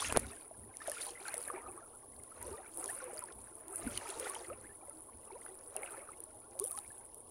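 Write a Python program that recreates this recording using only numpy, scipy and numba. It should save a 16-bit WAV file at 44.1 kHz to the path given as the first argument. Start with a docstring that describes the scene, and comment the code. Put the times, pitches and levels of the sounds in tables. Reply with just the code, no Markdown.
"""Wading through floodwater

Two people wade slowly through thigh-deep water in an open field. Each stride traps air pockets that
ring as damped oscillators, mostly rising in pitch, sheds trickles and spray, and bursts films with a
snap. A light breeze buffets the small microphone, whose port resonates near 10 kHz and lifts the
steady hiss there."""
import sys
import numpy as np
from scipy import signal
from scipy.fft import rfft, irfft
from scipy.io import wavfile
from numba import njit

SR = 44100
rng = np.random.default_rng(int(sys.argv[2]) if len(sys.argv) > 2 else 0)


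def waveform_to_disk(signal):
    """Save audio, clipped to [-1, 1], as 16-bit WAV at the path in sys.argv[1]."""
    frames = np.transpose(np.atleast_2d(signal))
    scaled = np.clip(frames, -1, 1) * 32767
    samples = np.round(scaled).astype(np.int16)
    wavfile.write(sys.argv[1], SR, samples)


N = 321930


def from_db(db):
    """Amplitude ratio of a level: tenfold for every 20 dB."""
    return 10 ** (np.asarray(db) / 20)


def rms_one(x):
    """Normalisation to unit mean power."""
    return x / np.sqrt(np.mean(x ** 2) + 1e-20)


def band(x, low_hz, high_hz, order=2):
    """Butterworth band-pass: maximally flat between its edges."""
    return signal.sosfilt(signal.butter(order, [low_hz, high_hz], "band", fs=SR, output="sos"), x)


def drift(corner_hz):
    """Slow random fluctuation: low-passed noise of unit rms."""
    hop, settle = 40, 2000
    pole = np.exp(-2 * np.pi * corner_hz * hop / SR)
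    noise = rng.standard_normal(N // hop + settle + 2)
    slow = signal.lfilter([1], [1, -2 * pole, pole * pole], noise)[settle:]
    return np.interp(np.arange(N) / hop, np.arange(len(slow)), rms_one(slow))


def resonance(x, hz, width_hz):
    """Driven damped oscillator: two poles, unit gain at the peak."""
    r = np.exp(-np.pi * width_hz / SR)
    gain = (1 - r * r) / 2
    return signal.lfilter([gain, 0, -gain], [1, -2 * r * np.cos(2 * np.pi * hz / SR), r * r], x)


def port(x):
    """Cavity resonance: the air in the microphone port rings at two close treble frequencies."""
    # (frequency [Hz], bandwidth before the 700 Hz floor [Hz], gain of the resonant part [dB])
    port_modes = [(9350, 640, 14), (10280, 730, 14.5)]
    for hz, width_hz, gain_db in port_modes:
        x = x + from_db(gain_db) * resonance(x, hz, max(width_hz, 700))
    return x


@njit
def ringing(rows, rise, fade, bend):
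    """Damped bubble oscillation: sines that swell fast, glide in pitch and die away."""
    out = np.zeros(N)
    for onset_s, length_s, first_hz, last_hz, gain in rows:
        start, phase, steps = int(onset_s * SR), 0., length_s * SR
        for i in range(min(int(1.5 * steps), N - start)):
            age = i / steps
            phase += 2 * np.pi * first_hz * (last_hz / first_hz) ** min(age ** bend, 1.2) / SR
            envelope = min(age / rise, 1.) * np.exp(-fade * age - age ** 6)
            out[start + i] += gain * envelope * np.sin(phase)
    return out


def swells(starts, holds, peaks_db, rise_db_per_s, fall_db_per_s, rest_db):
    """Incoherent addition: powers of events that rise, hold and decay sum to a level in dB."""
    t = np.arange(0, N, 64) / SR
    power = from_db(rest_db) ** 2
    for start, hold, db in zip(starts, holds, peaks_db):
        before, after = np.maximum(start - t, 0), np.maximum(t - start - hold, 0)
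        power = power + from_db(db - rise_db_per_s * before - fall_db_per_s * after) ** 2
    return np.interp(np.arange(N) / SR, t, 10 * np.log10(power))


def swarm(level_db, per_s, band_hz, cycles, spread_db, smooth_db, clumping_db):
    """Superposition: random bubbles ring in clumps over the rush of those too many to tell apart."""
    low_hz, high_hz = band_hz
    when, pitch, life, lift, strength = rng.random((30000, 5))[:int(per_s * N / SR)].T
    hz = low_hz * (high_hz / low_hz) ** pitch
    length_s = cycles * (0.077 + 2.87 * life ** 2) / hz
    glide = 1 + 0.19 * lift ** 3   # a bubble near the surface rises in pitch
    gain = from_db(spread_db * np.minimum(-np.log(1 - strength), 2.8))
    rows = np.stack([when * N / SR, length_s, hz, hz * glide, gain], 1)
    grains = ringing(rows, rise=0.11, fade=1.22, bend=0.74)
    clumps_db = clumping_db * np.clip(drift(12), -2, 1.3)
    grains = rms_one(port(from_db(clumps_db) * grains))
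    rush = band(rng.standard_normal(N), low_hz, high_hz, order=4)
    rush = rms_one(port(from_db(clumps_db / 2) * rush))
    share = from_db(smooth_db + 0.24 * (level_db - level_db.mean()))   # more rush in a hard stride
    return from_db(level_db) * (grains + share * rush) / np.sqrt(1 + share ** 2)


def wading():
    """Air entrainment: each surge pushed by a leg raises bubble swarms, the smallest ringing highest."""
    # (time of full strength [s], hold [s], slosh [dB], trickle [dB], spray [dB], fizz [dB])
    surges = [(0.0, 0.042, -47, -46.5, -45, -44), (0.148, 0.01, -55, -49, -51.5, -52.5),
              (0.882, 0.035, -52.5, -53, -54, -52), (1.016, 0.0067, -54.5, -55, -51.5, -46),
              (1.268, 0.059, -53, -54.5, -61, -50), (1.438, 0.019, -56, -57.5, -61, -49),
              (1.54, 0.038, -47.5, -61, -86, -60), (2.413, 0.16, -54, -60, -68.5, -53.5),
              (2.807, 0.096, -52, -62, -60.5, -46.5), (2.95, 0.24, -56, -57.5, -68.5, -56),
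              (3.415, 0.22, -63, -70, -99, -62), (3.78, 0.078, -53, -57, -77, -48),
              (3.92, 0.12, -55.5, -58.5, -52.5, -52.5), (4.102, 0.16, -51.5, -54.5, -53, -50),
              (4.24, 0.19, -52.5, -55.5, -67, -51.5), (4.76, .25, -63, -79.5, -89, -67),
              (5.288, 0.21, -60.5, -71.5, -80, -60.5), (5.77, 0.2, -52, -58.5, -72.5, -52),
              (6.64, 0.013, -56.5, -76, -68, -48), (6.73, .06, -78, -64.5, -76, -52),
              (7.0, 0.027, -70, -84, -90, -82)]
    # each lists (slosh, trickle, spray, fizz): growth [dB/s], decay [dB/s], level between surges [dB]
    rises = (104, 126, 148, 120)
    falls = (52.7, 79, 86.4, 55.6)
    lapping = (-66.5, -78, -80, -61)
    starts, holds, *peaks_db = np.transpose(surges)
    levels = [swells(starts, holds, *layer) for layer in zip(peaks_db, rises, falls, lapping)]
    slosh_db, trickle_db, spray_db, fizz_db = levels
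    slosh = swarm(slosh_db, per_s=350.5, band_hz=(307.5, 1387), cycles=14,
                  spread_db=6.5, smooth_db=-7.5, clumping_db=3.5)
    trickle = swarm(trickle_db, per_s=608, band_hz=(1236, 2607), cycles=8.5,
                    spread_db=9.5, smooth_db=-6, clumping_db=5.5)
    spray = swarm(spray_db, per_s=1602, band_hz=(2601, 7520), cycles=9,
                  spread_db=7, smooth_db=-9, clumping_db=5)
    fizz = swarm(fizz_db, per_s=2496, band_hz=(7023, 15812), cycles=6.5,
                 spread_db=7.5, smooth_db=-6, clumping_db=4.5)
    # flying droplets land with ticks too short to have a pitch
    spatter = swarm(fizz_db - 11, per_s=130, band_hz=(4000, 15500), cycles=3,
                    spread_db=5, smooth_db=-20, clumping_db=3)
    return slosh + trickle + spray + fizz + spatter


def hiss():
    """Stationary noise: far water, air and the microphone's own noise, coloured by the port."""
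    # spectrum ahead of the port: (frequency [Hz], relative spectral density [dB])
    spectrum = [(200, 7.5), (400, 10), (1100, 5.5), (1500, -55), (3000, -15.5), (7500, -22), (8800, -30),
                (9300, -16.5), (10500, -10.5), (11000, -36), (16000, -19)]
    knots_hz, knots_db = np.transpose(spectrum)
    hz = np.maximum(np.fft.rfftfreq(N, 1 / SR), 1)
    shape_db = np.interp(np.log(hz), np.log(knots_hz), knots_db)
    noise = irfft(rfft(rng.standard_normal(N)) * from_db(shape_db), N)
    return from_db(-57.5) * rms_one(port(noise))


def breeze():
    """Turbulent pressure: gusts on the microphone make an uneven rumble with a thin upper fringe."""
    # (time of full strength [s], hold [s], level [dB])
    gusts = [(0.055, 0.24, -51), (0.591, 0.091, -55), (1.677, 0.028, -58), (2.11, 0.11, -62),
             (2.41, 0.12, -57.5), (3.357, 0.096, -61.5), (3.85, 0.029, -44), (3.93, .05, -55),
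             (4.176, 0.023, -62), (4.473, 0.24, -63.5), (5.153, 0.0083, -57), (6.88, 0.031, -67)]
    level_db = swells(*np.transpose(gusts), rise_db_per_s=400, fall_db_per_s=354, rest_db=-74)
    rumble = rms_one(band(rng.standard_normal(N), 51.5, 111.0, order=3))
    fringe = rms_one(band(rng.standard_normal(N), 169, 286))
    return from_db(level_db + 1.04 * drift(45)) * (rumble + from_db(-3.5) * fringe)


def bubbles():
    """Bubble resonance: the louder air pockets ring one by one, unevenly as their walls wobble."""
    # (time [s], length [s], first frequency [Hz], last frequency [Hz], level before wobble [dB])
    air_pockets = [(0.021, 0.011, 1030, 1330, -33.5), (0.046, 0.0017, 2480, 2640, -30.5),
                   (0.049, 0.0077, 2830, 2600, -36), (0.094, 0.022, 660, 605, -46),
                   (0.511, 0.012, 620, 716, -45), (0.804, 0.023, 1706, 1940, -49),
                   (0.817, 0.0078, 1220, 1310, -42.5), (0.881, 0.0084, 667, 555, -29.5),
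                   (0.888, 0.023, 580, 595, -39.5), (0.917, 0.0068, 1750, 1770, -44),
                   (1.254, 0.0053, 1480, 1520, -34), (1.263, 0.014, 1384, 1360, -47),
                   (1.281, 0.026, 865, 750, -46), (1.285, 0.0032, 4240, 4280, -40),
                   (1.34, 0.01, 675, 580, -38), (1.484, 0.004, 1690, 1720, -38),
                   (1.501, 0.007, 1190, 1170, -34.5), (1.538, 0.032, 365, 387, -39.5),
                   (1.539, 0.0096, 1230, 1240, -44), (2.317, 0.014, 1280, 1360, -51.5),
                   (2.48, 0.013, 413, 540, -47), (2.512, 0.051, 377, 487, -42.5),
                   (2.575, 0.038, 530, 860, -46), (2.834, 0.053, 394, 448, -53),
                   (2.841, 0.0046, 6630, 7500, -37), (2.889, 0.022, 1680, 2060, -45.5),
                   (2.89, 0.041, 655, 1270, -48.5), (3.015, 0.091, 523, 473, -47.5),
                   (3.131, 0.0083, 500, 473, -41.5), (3.179, 0.003, 4670, 4970, -39.5),
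                   (3.221, 0.029, 1030, 885, -46), (3.795, 0.0052, 680, 545, -40.5),
                   (3.867, 0.012, 242, 288, -30), (3.875, 0.008, 1510, 1440, -40.5),
                   (3.975, 0.0044, 2960, 2980, -35), (4.103, 0.046, 633, 1316, -49),
                   (4.224, 0.018, 550, 493, -46), (4.269, 0.0051, 815, 800, -37.5),
                   (4.352, 0.0036, 3060, 3140, -40.5), (4.363, 0.0089, 895, 900, -40),
                   (4.499, 0.038, 470, 740, -43), (4.5, 0.0094, 1310, 1210, -39.5),
                   (4.642, 0.023, 1590, 2200, -52), (4.693, 0.026, 1705, 1820, -53.5),
                   (4.825, 0.018, 755, 860, -51), (4.882, 0.017, 543, 600, -49),
                   (5.087, 0.013, 990, 1150, -48.5), (5.305, 0.013, 906, 845, -46),
                   (5.318, 0.066, 349, 743, -47.5), (5.353, 0.023, 1010, 890, -52),
                   (5.417, 0.0061, 1890, 2370, -54), (5.463, 0.0021, 1480, 1450, -41.5),
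                   (5.485, 0.065, 370, 390, -50), (5.755, 0.017, 730, 805, -40.5),
                   (5.758, 0.093, 371, 733, -50), (5.77, 0.0052, 2870, 2470, -41.5),
                   (5.823, 0.015, 773, 860, -45), (5.832, 0.005, 2160, 2280, -39),
                   (5.98, 0.015, 540, 557, -42), (6.089, 0.0092, 1180, 1420, -43.5),
                   (6.604, 0.049, 369, 517, -38.5), (6.604, 0.023, 1060, 1170, -48),
                   (6.552, 0.013, 690, 590, -48.5), (6.704, 0.026, 1160, 1370, -52),
                   (7.165, .06, 422, 583, -56.5), (6.649, 0.01, 506, 600, -50.5),
                   (6.738, 0.023, 1010, 1140, -48.5), (6.776, 0.026, 793, 850, -43.5),
                   (6.777, 0.015, 1260, 1330, -46.5), (6.788, 0.0029, 3750, 3620, -45),
                   (6.904, 0.011, 1670, 1770, -53)]
    rows = np.array(air_pockets, float)
    rows[:, 4] = from_db(rows[:, 4])
    wobble = from_db(2.5 * drift(42))
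    return wobble * ringing(rows, rise=0.04, fade=0.4, bend=1.41)


def snaps():
    """Impulse excitation: a bursting film rings the port, and its droplet knocks at its own pitch."""
    # (time [s], peak level of the crack [dB], knock relative to the crack [dB])
    film_bursts = [(0.027, -30, -10), (0.05, -39, -20), (.068, -33, -3), (.084, -27, -14),
                   (0.124, -24.5, -13), (0.171, -13, -9.5), (0.193, -28, -18), (0.1964, -27.5, -12),
                   (0.266, -38, -6), (0.328, -46, -20), (0.7688, -30, -9.5), (0.8743, -28, -26),
                   (0.8967, -29, -8), (0.916, -25.5, -11), (1.281, -29.5, -10), (1.3405, -25.5, -10),
                   (1.379, -26.5, -19), (2.235, -36.5, -12.5), (2.426, -31.5, -39), (2.7722, -25, -26),
                   (2.841, -26.5, -16), (2.858, -28, -11.5), (3.1714, -40, -7), (3.191, -27, -21),
                   (3.238, -27.5, -29), (3.323, -47, 2), (3.681, -33, -20), (3.758, -25, -33),
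                   (3.9748, -25, -5), (4.0891, -31, -14), (4.1972, -27, -8.5), (4.346, -31.5, -7),
                   (4.8953, -32, -39), (5.7638, -22, -19), (6.203, -32.5, -34), (6.2379, -34, -35),
                   (6.591, -31, -9), (6.597, -21.5, -24.5), (6.64, -23, -42), (6.6484, -28, -37),
                   (6.671, -31, -16), (6.7098, -26.5, -35), (6.715, -30, -15), (6.7759, -45.5, 7),
                   (6.787, -28, -17), (7.144, -36, -19)]
    size = 600
    out, t = np.zeros(N + size), np.arange(size) / SR
    envelope = np.exp(-np.abs(t - .0012) / 0.00071)
    noises = rng.standard_normal((len(film_bursts), 2, size))
    droplets_hz = rng.uniform(3500, 7500, len(film_bursts))
    for (onset_s, db, knock_db), noise, hz in zip(film_bursts, noises, droplets_hz):
        crack = port(band(noise[0] * envelope, 7840, 13200))
        knock = resonance(band(noise[1] * envelope, 1900, 8500), hz, width_hz=3300)
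        snap = crack / np.abs(crack).max() + from_db(knock_db) * knock / np.abs(knock).max()
        start = int(onset_s * SR)
        out[start:start + size] += from_db(db) * snap
    return out[:N]


def slaps():
    """Free decay of a cavity: water slaps close by with a sudden suction, then a few swings."""
    # (time [s], level before the low-pass [dB], frequency [Hz], time to decay by 60 dB [s])
    cavities = [(0.1251, -13.5, 900, 0.0016), (.146, -33, 370, 0.025), (0.158, -28.5, 435, 0.067),
                (0.1645, -7, 523, 0.0013), (0.1727, -9.5, 593, 0.0064), (6.7759, -34, 1500, 0.0023)]
    out, t = np.zeros(N), np.arange(2000) / SR
    for onset_s, db, hz, t60 in cavities:
        start = int(onset_s * SR)
        out[start:start + len(t)] -= from_db(db - 60 * t / t60) * np.sin(2 * np.pi * hz * t + .5)
    return signal.sosfilt(signal.butter(1, 5000, fs=SR, output="sos"), out)   # softens the edge


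def scene():
    """Linear superposition: water, hiss and wind add at one microphone."""
    return (wading() + bubbles() + snaps() + slaps() + hiss() + breeze())[None]


def record(dry):
    """Band limiting: a narrow notch in the upper bass, then a steep low-pass."""
    notch_depth, cutoff_hz = .85, 15900
    dipped = dry - notch_depth * resonance(dry, hz=165, width_hz=70)
    return signal.sosfilt(signal.ellip(10, .5, 60, cutoff_hz, fs=SR, output="sos"), dipped)


dry = scene()
out = record(dry)
waveform_to_disk(out)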